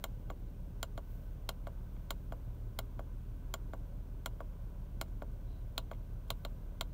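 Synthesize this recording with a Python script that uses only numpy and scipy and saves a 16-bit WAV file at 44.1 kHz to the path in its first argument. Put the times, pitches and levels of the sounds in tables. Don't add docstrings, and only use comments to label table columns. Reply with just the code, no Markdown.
import sys
import numpy as np
from scipy import signal
from scipy.fft import rfft, irfft
from scipy.io import wavfile
from scipy.ndimage import uniform_filter1d

SR = 44100
rng = np.random.default_rng(int(sys.argv[2]) if len(sys.argv) > 2 else 0)


def store_pcm(level_fs):
    pcm = np.round(np.clip(level_fs, -1, 1) * 32767).astype(np.int16)
    wavfile.write(sys.argv[1], SR, np.atleast_2d(pcm).T)


def attenuation_scalar(level_db):
    decades = np.asarray(level_db, float) / 20
    return 10 ** decades


N = 305613

# pitch_hz, level_db [dB per Hz]
HISS_COLOUR = [(1700, -3), (2000, -1), (3200, -3), (4000, -6), (4950, -9.5), (5900, -7), (7600, -11),
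               (9000, -8.5), (10400, -14), (12000, -7), (13800, -6), (15700, -0.5), (15900, -28)]
# pitch_hz, level_db [dB rms]
WHINES = [(5997, -101), (8748, -102), (9001, -97), (9249, -102), (13814, -103), (13867, -96), (15660, -101)]
# start_s, length_s, swell_db
SLEEVE_BRUSHES = [
    (-.1, 0.37, 2.5),
    (1.02, .36, 7),
    (1.7, 1.05, 2),
    (6.33, 0.31, 3),
]
# pitch_hz, level_db [dB per Hz]
BLOWER_COLOUR = [(28, -13.5), (60, -11.5), (110, -7), (190, -16.5), (290, -17), (350, -24.5), (395, -20.5),
                 (450, -26.5), (560, -23.5), (660, -28.5), (830, -34), (990, -30.5), (1100, -35.5),
                 (1700, -41)]
# time_s, firing_rate_hz
FIRING_RATE = [(0, 35.55), (0.75, 35.54), (1.25, 35.4), (1.75, 35.67), (2.25, 35.63), (3.25, 36.06),
               (4.75, 36.19), (5.75, 35.34), (6.25, 35.48), (6.93, 35.48)]
# multiple [of the two-turn engine cycle], level_db [dB rms]
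CRANK_ORDERS = [(5, -67.5), (6, -45), (7, -55), (8, -69.5), (9, -51.5), (10, -73), (11, -62.5), (12, -56.5),
                (13, -59), (14, -72.5), (15, -81.5), (16, -81.5), (17, -79), (18, -57), (19, -57.5),
                (21, -65.5), (23, -68), (24, -76), (27, -71.5), (29, -66.5), (31, -64.5)]
# start_s, snap_db, cap_db
PRESSES = [(0.0394, -38, -43), (0.8283, -36, -44), (1.4896, -34.5, -44), (2.1049, -36, -43.5),
           (2.7879, -37.5, -41), (3.5387, -38.5, -43), (4.2589, -39, -42.5), (5.012, -39, -43),
           (5.778, -30.5, -52), (6.3029, -32.5, -45.5), (6.8093, -32.5, -42)]
# start_s, snap_db, cap_db
RELEASES = [(0.3004, -57.5, -50.5), (0.9767, -54.5, -53), (1.6691, -59.5, -55), (2.3214, -61, -56),
            (2.992, -64, -56), (3.7335, -63, -55), (4.4034, -66, -59), (5.2197, -64.5, -56),
            (5.9129, -60, -52.5), (6.4495, -44, -47.5)]
# start_s, thump_db, cap_db, snap_db, sizzle_db
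THUMB_SHIFTS = [
    (0.095, -76, -78, -81, -82),
    (1.965, -62, -66, -76, -80),
    (5.08, -66, -76, -81, -70),
    (5.875, -74, -82, -86, -84),
    (5.933, -71, -59, -68, -72),
    (5.947, -74, -70, -72, -76),
    (6.278, -67, -72, -76, -66),
]
# pitch_hz, t60_s, press_db, release_db
STALK_MODES = [(262.5, 0.028, 6.5, 6.5), (396, 0.13, -11.5, -14), (498, 0.11, -19, -14.5),
               (607, 0.047, -6, 0.5), (668.2, 0.072, 4.5, 2.8), (767, 0.038, -1, -1),
               (891, 0.067, -9, -8.5), (976, 0.064, -10.5, -11), (1107, 0.047, -1, -4),
               (1237, 0.046, -12, -17.5), (1411, 0.02, 5, -2.5), (1510, 0.0072, -8, -28)]
CAP_MODES = [(2140, .022, 0, 0), (2400, .012, -7, -5)]
DOME_MODES = [(2860, 0.06, -8.5, 2), (3060, 0.036, -6, -1), (3227, 0.019, 1, 7), (3350, 0.016, -2.5, -1),
              (3750, 0.015, -5, 7.5), (3890, 0.015, 9.5, -3), (3966, 0.017, 7.5, 0)]
SIZZLE_MODES = [(5300, .007, -13, -16), (5900, .005, -15, -15), (7260, .009, 0, -3), (8400, .004, -3, -8),
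                (9100, .004, -7, -9), (9950, .006, -5, -8), (11300, .003, -4, -6), (12400, .004, -2, -2),
                (13700, .004, 1, 0), (14600, .004, -3, -1), (15400, .008, -2, -2)]
# delay_s, level_db
DASH_ECHOES = [(.0003, 6), (.0007, -2.5), (.0012, 8), (.0017, -7.5), (.0022, -8), (.0045, -6)]
# low_hz, high_hz
STALK_RANGE = [330, 1640]
# delay_s, level_db, favoured_hz
THUMP_ROUTES = [(-.00052, 1, 1540), (.0071, -12, 915), (.01218, -5, 970), (.01248, -6, 580)]


def level(x, db):
    return x * attenuation_scalar(db) / np.sqrt(np.mean(x ** 2))


def unit_energy(x):
    return x / np.sqrt(np.sum(x ** 2))


def curve(table):
    return np.interp(np.arange(N) / SR, *np.transpose(table))


def walk(rate_hz):
    hold = int(SR / rate_hz)
    held = np.repeat(rng.standard_normal(N // hold + 1), hold)
    smooth = uniform_filter1d(uniform_filter1d(held, hold), hold)
    return 1.3 * smooth[:N]


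def coloured(spectrum, low_hz, high_hz):
    hz = np.arange(1, N // 2 + 2) * SR / N
    point_hz, point_db = np.transpose(spectrum)
    gain = attenuation_scalar(np.interp(np.log(hz), np.log(point_hz), point_db))
    gain = gain * (hz >= low_hz) * (hz < high_hz)
    return irfft(rfft(rng.standard_normal(N)) * gain, N)


def brush(start_s, length_s):
    peak_s = start_s + 0.24 * length_s
    return curve([(start_s, 0), (peak_s, 1), (start_s + length_s, 0)])


def phone_noise():
    swell_db = sum(db * brush(start_s, length_s) for start_s, length_s, db in SLEEVE_BRUSHES)
    hiss = attenuation_scalar(.3 * swell_db) * coloured(HISS_COLOUR, 1700, 11500)
    hiss = hiss + attenuation_scalar(swell_db) * coloured(HISS_COLOUR, 11500, 16000)

    t = np.arange(N) / SR
    whine = sum(np.sqrt(2) * attenuation_scalar(db) * np.sin(2 * np.pi * hz * t) for hz, db in WHINES)

    first_s, gap_s, tick_db = .0922, .10241, -60
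    ticks = np.zeros(N)
    at = (np.arange(first_s, N / SR, gap_s) * SR).astype(int)
    ticks[at] = attenuation_scalar(tick_db + 2.5 * rng.standard_normal(len(at)))
    bright_ticks = np.diff(ticks, 2, prepend=[0, 0])
    return level(hiss, -74) + whine + bright_ticks


def blower(turn):
    air = 0
    for low_hz in 1700 / 2. ** np.arange(1, 7):
        pulse = 1 + min(60 / low_hz, .5) * np.cos(2 * np.pi * 6 * turn)
        air = air + attenuation_scalar(0.78 * walk(5.5)) * pulse * coloured(BLOWER_COLOUR, low_hz, 2 * low_hz)
    air = signal.sosfilt(signal.butter(4, 28, "high", fs=SR, output="sos"), air)

    whistle_hz, width_hz = 1516, 42
    low_hz, high_hz = whistle_hz - width_hz, whistle_hz + width_hz
    whistle = coloured([(low_hz, -12), (whistle_hz, 0), (high_hz, -12)], low_hz, high_hz)
    return level(air, -53.5) + level(whistle, -82.5)


def engine(turn):
    mount_lag = .57
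    out = 0
    for k, db in CRANK_ORDERS:
        flip = -1 if 45 < 6 * k < 75 else 1
        loudness = attenuation_scalar(db + .08 * k * walk(3))
        phase = 2 * np.pi * k * turn + mount_lag + .02 * k * walk(2)
        out = out + flip * loudness * np.cos(phase)
    return np.sqrt(2) * out


def cabin(x):
    t60_s, build_s, tail_db = 0.064, 0.0024, -16
    t = np.arange(SR // 6) / SR
    tail = rng.standard_normal(len(t)) * 1000. ** (-t / t60_s) * np.clip(t / build_s - 1, 0, 1)
    tail = signal.lfilter(*signal.butter(2, 1670, "high", fs=SR), tail)
    return x + attenuation_scalar(tail_db) * signal.fftconvolve(x, unit_energy(tail))[:N]


def ring(modes, column, bite_db=0):
    hz, t60_s, db = np.array(modes)[:, [0, 1, column]].T[:, :, None]
    level_chance, pitch_chance = rng.standard_normal((2, len(modes), 1))
    t = np.arange(SR // 8) / SR
    db = db + 2.06 * level_chance + bite_db * (hz > 3800)
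    tone = np.sin(2 * np.pi * hz * (1 + .002 * pitch_chance) * t)
    return (attenuation_scalar(db) * 1000. ** (-t / t60_s) * tone).sum(axis=0)


def rub():
    start_s, length_s, rub_db = 5.45, 0.23, -81
    grains = rng.standard_normal(N) ** 3 * brush(start_s, length_s)
    singing = signal.fftconvolve(grains, ring(DOME_MODES, 2))[:N]
    return level(singing, rub_db + 10 * np.log10(length_s * SR / N))


def dash_echoes():
    echo = np.zeros(SR // 100)
    echo[0] = 1
    for k, (delay_s, db) in enumerate(DASH_ECHOES):
        echo[int(delay_s * SR)] += (-1) ** k * attenuation_scalar(db)
    return signal.sosfilt(signal.butter(4, 4350, fs=SR, output="sos"), echo)


def stalk_push(delay_s):
    length = int(0.00045 * SR)
    push = np.zeros(SR // 50)
    push[int(delay_s * SR):][:length] = np.hanning(length)
    push = -signal.sosfilt(signal.butter(3, STALK_RANGE, "band", fs=SR, output="sos"), push)
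    routes = 0
    for route_s, db, hz in THUMP_ROUTES:
        favoured = signal.lfilter(*signal.iirpeak(hz, 2.2, fs=SR), push)
        routes = routes + attenuation_scalar(db) * np.roll(favoured, round(route_s * SR))
    return push + routes


def dome_rattle(bounce_db):
    rattle_s, bounce_s = .003, 0.0051
    t = np.arange(SR // 200) / SR
    rattle = rng.standard_normal(len(t)) ** 3 * (t < rattle_s) * np.exp(-.5 * t / rattle_s)
    rattle[0] = 9
    spectrum = rfft(rattle)
    rattle = irfft(spectrum / np.abs(spectrum) ** .6, len(t))
    return np.convolve(rattle, np.r_[1, np.zeros(int(bounce_s * SR)), attenuation_scalar(bounce_db)])


def strokes(rows, thump_db, sizzle_db, follow):
    usual_snap_db = np.median(rows, axis=0)[1]
    return [(start_s, thump_db, cap_db, snap_db, sizzle_db + follow * (snap_db - usual_snap_db))
            for start_s, snap_db, cap_db in rows]


def button(events, column, way, lead_s, lag_s, bounce_db, thump_db, cap_db, snap_db, sizzle_db):
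    travel_s = .0008
    out = np.zeros(N + SR)
    echo = dash_echoes()
    push = stalk_push(lag_s + lead_s)
    gains_db = (thump_db, cap_db, snap_db, sizzle_db)
    _, _, _, usual_snap_db, usual_sizzle_db = np.median(events, axis=0)
    for start_s, *db in events:
        bite_db = 0.99 * (db[2] - usual_snap_db)
        rattle = dome_rattle(bounce_db - max(db[3] - usual_sizzle_db, 0))
        i = int((start_s + travel_s - lead_s) * SR)
        bodies = (STALK_MODES, CAP_MODES, DOME_MODES, SIZZLE_MODES)
        for modes, drive, part_db in zip(bodies, (push, echo, echo, rattle), np.add(db, gains_db)):
            y = np.convolve(ring(modes, column, bite_db), drive)
            out[i:i + len(y)] += way * attenuation_scalar(part_db) * unit_energy(y)
    return out[:N]


def scene():
    turn = .305 + np.cumsum(curve(FIRING_RATE)) / 6 / SR
    press = button(strokes(PRESSES, thump_db=-38, sizzle_db=-33.5, follow=.02),
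                   column=2, way=-0.86, lead_s=0, lag_s=0.00115, bounce_db=-16.5,
                   thump_db=25.5, cap_db=22.0, snap_db=22, sizzle_db=18.5)
    release = button(strokes(RELEASES, thump_db=-41, sizzle_db=-59.3, follow=.6) + THUMB_SHIFTS,
                     column=3, way=0.94, lead_s=.0007, lag_s=.00089, bounce_db=4,
                     thump_db=25.0, cap_db=20.0, snap_db=24.5, sizzle_db=22)
    mix = phone_noise() + blower(turn) + engine(turn) + rub() + cabin(press + release)
    return mix[None]


def roll_off(x):
    return signal.sosfilt(signal.butter(12, 16820, fs=SR, output="sos"), x)


def record(dry):
    band = signal.sosfilt(signal.cheby2(8, 40, 16600, fs=SR, output="sos"), dry)
    return roll_off(band)


dry = scene()
out = record(dry)
store_pcm(out)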